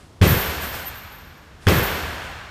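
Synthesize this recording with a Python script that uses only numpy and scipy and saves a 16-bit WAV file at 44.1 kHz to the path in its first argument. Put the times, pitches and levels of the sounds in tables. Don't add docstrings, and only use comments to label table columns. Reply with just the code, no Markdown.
import sys
import numpy as np
from scipy import signal
from scipy.io import wavfile

SR = 44100
rng = np.random.default_rng(int(sys.argv[2]) if len(sys.argv) > 2 else 0)


def int16_out(signal):
    q = np.round(np.clip(np.atleast_2d(signal).T, -1, 1) * 32767)
    wavfile.write(sys.argv[1], SR, q.astype(np.int16))


N = 110250
T = np.arange(N) / SR
BAND_EDGES_HZ = 22 * 2 ** (np.arange(30.) / 3)
BAND_CENTRES_HZ = np.sqrt(BAND_EDGES_HZ[1:] * BAND_EDGES_HZ[:-1])

# (time [s], thud level [dB], thud pitch [Hz], flutter level [dB], hiss level [dB],
# hiss length [s], hall level [dB], hall tilt above the smack pitch [dB/octave])
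KICKS = [(0.2147, -2, 125, -8, -24.5, 0.0056, 1.5, 0.2), (1.6693, -7.5, 114.9, 3, -27, .0022, 2.84, -1.12)]
THUD_LAG_S = 0.00395
SUCTION_DB, SUCTION_LEAD_S, SUCTION_WIDTH_S = -16, 0.0016, 0.003
SMACK_HZ, SMACK_FADE_S, SMACK_PULSE_SHARPNESS, SMACK_TOP_HZ = 1636, 0.0016, 2.6, 4900
# (delay [s], relative level [dB], low-pass cutoff [Hz])
ECHOES = [(.0102, -3, 900), (.0213, 1, 3500), (.0283, -20, 3500), (.0502, -9.5, 600), (.061, -7, 169),
          (.074, -17, 153), (.0885, -5, 170), (.101, -5.5, 128), (.1116, -6, 220), (.152, -9.5, 127)]
ECHO_SMACK_DB = -13
# (frequency [Hz], level relative to the thud [dB], t60 [s])
ROOM_MODES = [(62, -25, .65), (76, -24.5, 1.1), (98, -23, .55), (132, -29, .5), (178, -17.5, .55),
              (190, -23, .55), (227, -28, .85), (312, -32, 1.1), (373, -28, 1.1), (437, -29.5, 1.2),
              (535, -37, 1.4), (703, -41, 1.7), (940, -40, 1.9), (1178, -43, 1.9), (1612, -41, 1.9)]
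# (frequency [Hz], early relative level [dB], late relative level [dB], late t60 [s])
HALL = [(30, -66, -76, 1), (49.3, -35, -38, 1.7), (78, -31, -34, 2.8), (124, -19, -46, 3.2),
        (190, -17.5, -34.5, 1.4), (250, -30, -34.5, 1.53), (393, -21.5, -29.5, 1.31),
        (640, -33.5, -34, 2.12), (1050, -27.5, -33.5, 2.64), (1355, -30, -33, 2.75),
        (1580, -31, -30.5, 2.77), (1980, -25, -32, 2.5), (2500, -24.5, -32.5, 2.45),
        (3170, -29.5, -33, 2.34), (5250, -35, -39, 2.32), (9600, -42.5, -39, 1.51), (14000, -76, -37, 1.4)]
EARLY_T60_S, HALL_BUILD_S = 0.31, 0.011

SNAP_AT_S, SNAP_LENGTH_S, SNAP_DB = 1.6866, 0.0015, -27
# (frequency [Hz], relative level per third octave [dB])
SNAP = [(300, -31), (2000, -19), (5000, 7), (8000, -16), (12000, -3), (15000, -5)]

# (time [s], relative level [dB], swell [s], fade [s], tilt away from chain centre [dB/kHz])
JERKS = [(.243, -19.5, 0.058, 0.033, -2), (.375, -27, 0.022, 0.041, -2), (.605, -33.5, 0.011, 0.12, 0),
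         (.74, -39.5, 0.016, 0.071, 0), (.93, -32.5, 0.027, 0.019, -18.5), (1.113, -39, 0.016, 0.029, -8),
         (1.678, -34.5, 0.016, 0.045, 4), (1.721, -28.5, 0.025, 0.046, 3), (1.82, -29, 0.017, .035, 3),
         (1.95, -42, 0.022, 0.062, -7)]
# (frequency [Hz], width [Hz], relative level [dB], t60 in the hall [s])
LINKS = [(12000, 140, -7.5, 0.71), (12780, 90, -3.5, .9), (12630, 36, -1.5, 0.86), (13200, 27, 2, 0.93),
         (13797, 14, -5, .75), (14060, 275, -2, 0.18), (14280, 210, -13.5, 0.44), (15220, 200, -9, 0.59),
         (15930, 200, -21, .55)]
TOUCHES_PER_LINK_PER_S, CHAIN_CENTRE_HZ = 180, 13180
CHAIN_WET_DB, CHAIN_DRY_DB = -2, -1.5
SQUEAK_AT_S, SQUEAK_LENGTH_S, SQUEAK_HZ, SQUEAK_WIDTH_HZ, SQUEAK_DB = 0.876, 0.017, 13060, 18, -30

# (time [s], level [dB])
STEPS = [(0.475, -19.5), (0.715, -28.5), (1.928, -25.5), (2.275, -42)]
STEP_HZ, STEP_SWELL_S, STEP_FADE_S = 76.5, 0.013, 0.025
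# (time [s], relative level [dB], swell [s], fade [s])
SWISHES = [(-.03, -58, 0.014, 0.095), (.6, -39.5, 0.035, 0.053), (0.719, -43, 0.022, 0.14),
           (1.597, -55.5, 0.033, 0.34), (2.2, -54, 0.034, 0.058)]
# (frequency [Hz], relative level per third octave [dB])
SWISH = [(300, -9.5), (700, -7.5), (1400, 0), (2200, -4), (4000, -4), (6500, -7.5), (8000, -4.5),
         (11000, -7.5), (15000, -25)]
# (frequency [Hz], level per third octave [dB])
FLOOR = [(25, -87), (38, -63), (52, -53), (85, -57.5), (125, -58.5), (175, -59), (260, -61.5), (700, -63),
         (1400, -66.5), (2000, -69.5), (2700, -69), (5400, -68), (9500, -73), (15000, -82)]
RUMBLE_CUT_HZ, CEILING, CUTOFF_HZ = 7.3, 0.7, 15300


def from_db(db):
    return 10 ** (np.asarray(db) / 20)


def rms_one(x):
    return x / np.sqrt(np.mean(x ** 2) + 1e-20)


def at_hz(rows, hz):
    freqs_hz, *columns = np.transpose(rows)
    return [np.interp(np.log(hz), np.log(freqs_hz), column) for column in columns]


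def dying(t, t60_s):
    return (t >= 0) * np.exp(-np.log(1000) * np.maximum(t, 0) / t60_s)


def gesture(start_s, swell_s, fade_s):
    rise = np.clip((T - start_s) / swell_s, 0, 1)
    return rise * np.exp(-np.maximum(T - start_s - swell_s, 0) / fade_s)


def bump(t, width_s):
    return np.exp(-(t / width_s) ** 2)


def low_pass(x, hz):
    sos = signal.butter(2, min(hz, SR / 2 - 1), fs=SR, output="sos")
    return signal.sosfilt(sos, x + 1e-18)


def resonate(x, hz, width_hz):
    r = np.exp(-np.pi * width_hz / SR)
    zeros = np.array([1, 0, -1]) * (1 - r * r) / 2
    poles = [1, -2 * r * np.cos(2 * np.pi * hz / SR), r * r]
    return signal.lfilter(zeros, poles, x + 1e-18)


def noise_bands():
    white = rng.standard_normal((2, N + SR))
    bands = []
    for k, hz in enumerate(BAND_CENTRES_HZ):
        sos = signal.butter(3, BAND_EDGES_HZ[k:k + 2], "band", fs=SR, output="sos")
        settled = signal.sosfilt(sos, white[k % 2])[SR:]
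        bands.append((hz, rms_one(settled)))
    return bands


def coloured(spectrum):
    return sum(from_db(at_hz(spectrum, hz)[0]) * band for hz, band in noise_bands())


def thud(t, hz):
    u = (np.pi * hz * (t - THUD_LAG_S)) ** 2
    push = (1 - 2 * u) * np.exp(-u)
    return push - from_db(SUCTION_DB) * bump(t + SUCTION_LEAD_S, SUCTION_WIDTH_S)


def smack(t, flutter_db, hiss_db, hiss_length_s):
    pulses = np.exp(-SMACK_PULSE_SHARPNESS * (1 + np.cos(2 * np.pi * SMACK_HZ * t)))
    flutter = pulses * bump(t, SMACK_FADE_S)
    hiss = rms_one(low_pass(rng.standard_normal(N), SMACK_TOP_HZ)) * bump(t, hiss_length_s)
    return (t >= 0) * (from_db(hiss_db) * hiss - from_db(flutter_db) * flutter)


def wall_echoes(sent):
    return sum(from_db(db) * low_pass(np.interp(T - delay_s, T, sent), top_hz)
               for delay_s, db, top_hz in ECHOES)


def room_modes(t):
    return sum(from_db(db) * np.sin(2 * np.pi * hz * t) * dying(t, t60_s)
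               for hz, db, t60_s in ROOM_MODES)


def hall(bands, tilt_db_per_octave):
    out = 0
    for hz, band in bands:
        early_db, late_db, late_t60_s = at_hz(HALL, hz)
        early = from_db(early_db) * dying(T, EARLY_T60_S)
        late = from_db(late_db) * dying(T, late_t60_s)
        tilt_db = tilt_db_per_octave * max(np.log2(hz / SMACK_HZ), 0)
        out = out + band * np.hypot(early, late) * from_db(tilt_db)
    return out * (1 - np.exp(-T / HALL_BUILD_S))


def kicks():
    out, bands = 0, noise_bands()
    for at_s, thud_db, thud_hz, flutter_db, hiss_db, hiss_s, hall_db, tilt_db in KICKS:
        t = T - at_s
        low = from_db(thud_db) * thud(t, thud_hz)
        crack = smack(t, flutter_db, hiss_db, hiss_s)
        echoes = wall_echoes(low + from_db(ECHO_SMACK_DB) * crack)
        boom = from_db(thud_db) * room_modes(t)
        tail = np.pad(hall(bands, tilt_db), (int(at_s * SR), 0))[:N]
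        out = out + low + crack + echoes + boom + from_db(hall_db) * tail
    return out


def snap():
    return from_db(SNAP_DB) * coloured(SNAP) * bump(T - SNAP_AT_S, SNAP_LENGTH_S)


def chain():
    out = 0
    for hz, width_hz, link_db, t60_s in LINKS:
        struck = rng.random(N) < TOUCHES_PER_LINK_PER_S / SR
        touches = struck * rng.uniform(-0.74, 1, N)
        off_khz = abs(hz - CHAIN_CENTRE_HZ) / 1000
        power = sum((from_db(db + tilt * off_khz) * gesture(at_s, swell_s, fade_s)) ** 2
                    for at_s, db, swell_s, fade_s, tilt in JERKS)
        ringing = rms_one(resonate(touches, hz, width_hz))
        dry = from_db(link_db) * np.sqrt(power) * ringing / 2
        response = rng.standard_normal(N) * dying(T, t60_s)
        wet = np.std(dry) * rms_one(signal.fftconvolve(dry, response)[:N])
        out = out + from_db(CHAIN_DRY_DB) * dry + from_db(CHAIN_WET_DB) * wet
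    return out


def squeak():
    narrow = resonate(rng.standard_normal(N), SQUEAK_HZ, SQUEAK_WIDTH_HZ)
    tone = np.cos(np.angle(signal.hilbert(narrow)))
    return from_db(SQUEAK_DB) * rms_one(tone) * bump(T - SQUEAK_AT_S, SQUEAK_LENGTH_S)


def steps():
    return sum(from_db(db) * gesture(at_s, STEP_SWELL_S, STEP_FADE_S)
               * np.sin(2 * np.pi * STEP_HZ * (T - at_s)) for at_s, db in STEPS)


def swishes():
    motion = sum(from_db(db) * gesture(at_s, swell_s, fade_s) for at_s, db, swell_s, fade_s in SWISHES)
    return coloured(SWISH) * motion


def room_floor():
    return coloured(FLOOR)


def scene():
    mono = kicks() + snap() + chain() + squeak() + steps() + swishes() + room_floor()
    return np.array([mono, mono])


def record(dry):
    high_pass = signal.butter(1, RUMBLE_CUT_HZ, "high", fs=SR, output="sos")
    clipped = np.clip(signal.sosfilt(high_pass, dry), -CEILING, CEILING)
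    top_cut = signal.ellip(10, 0.1, 70, CUTOFF_HZ, fs=SR, output="sos")
    return signal.sosfilt(top_cut, clipped)


dry = scene()
out = record(dry)
int16_out(out)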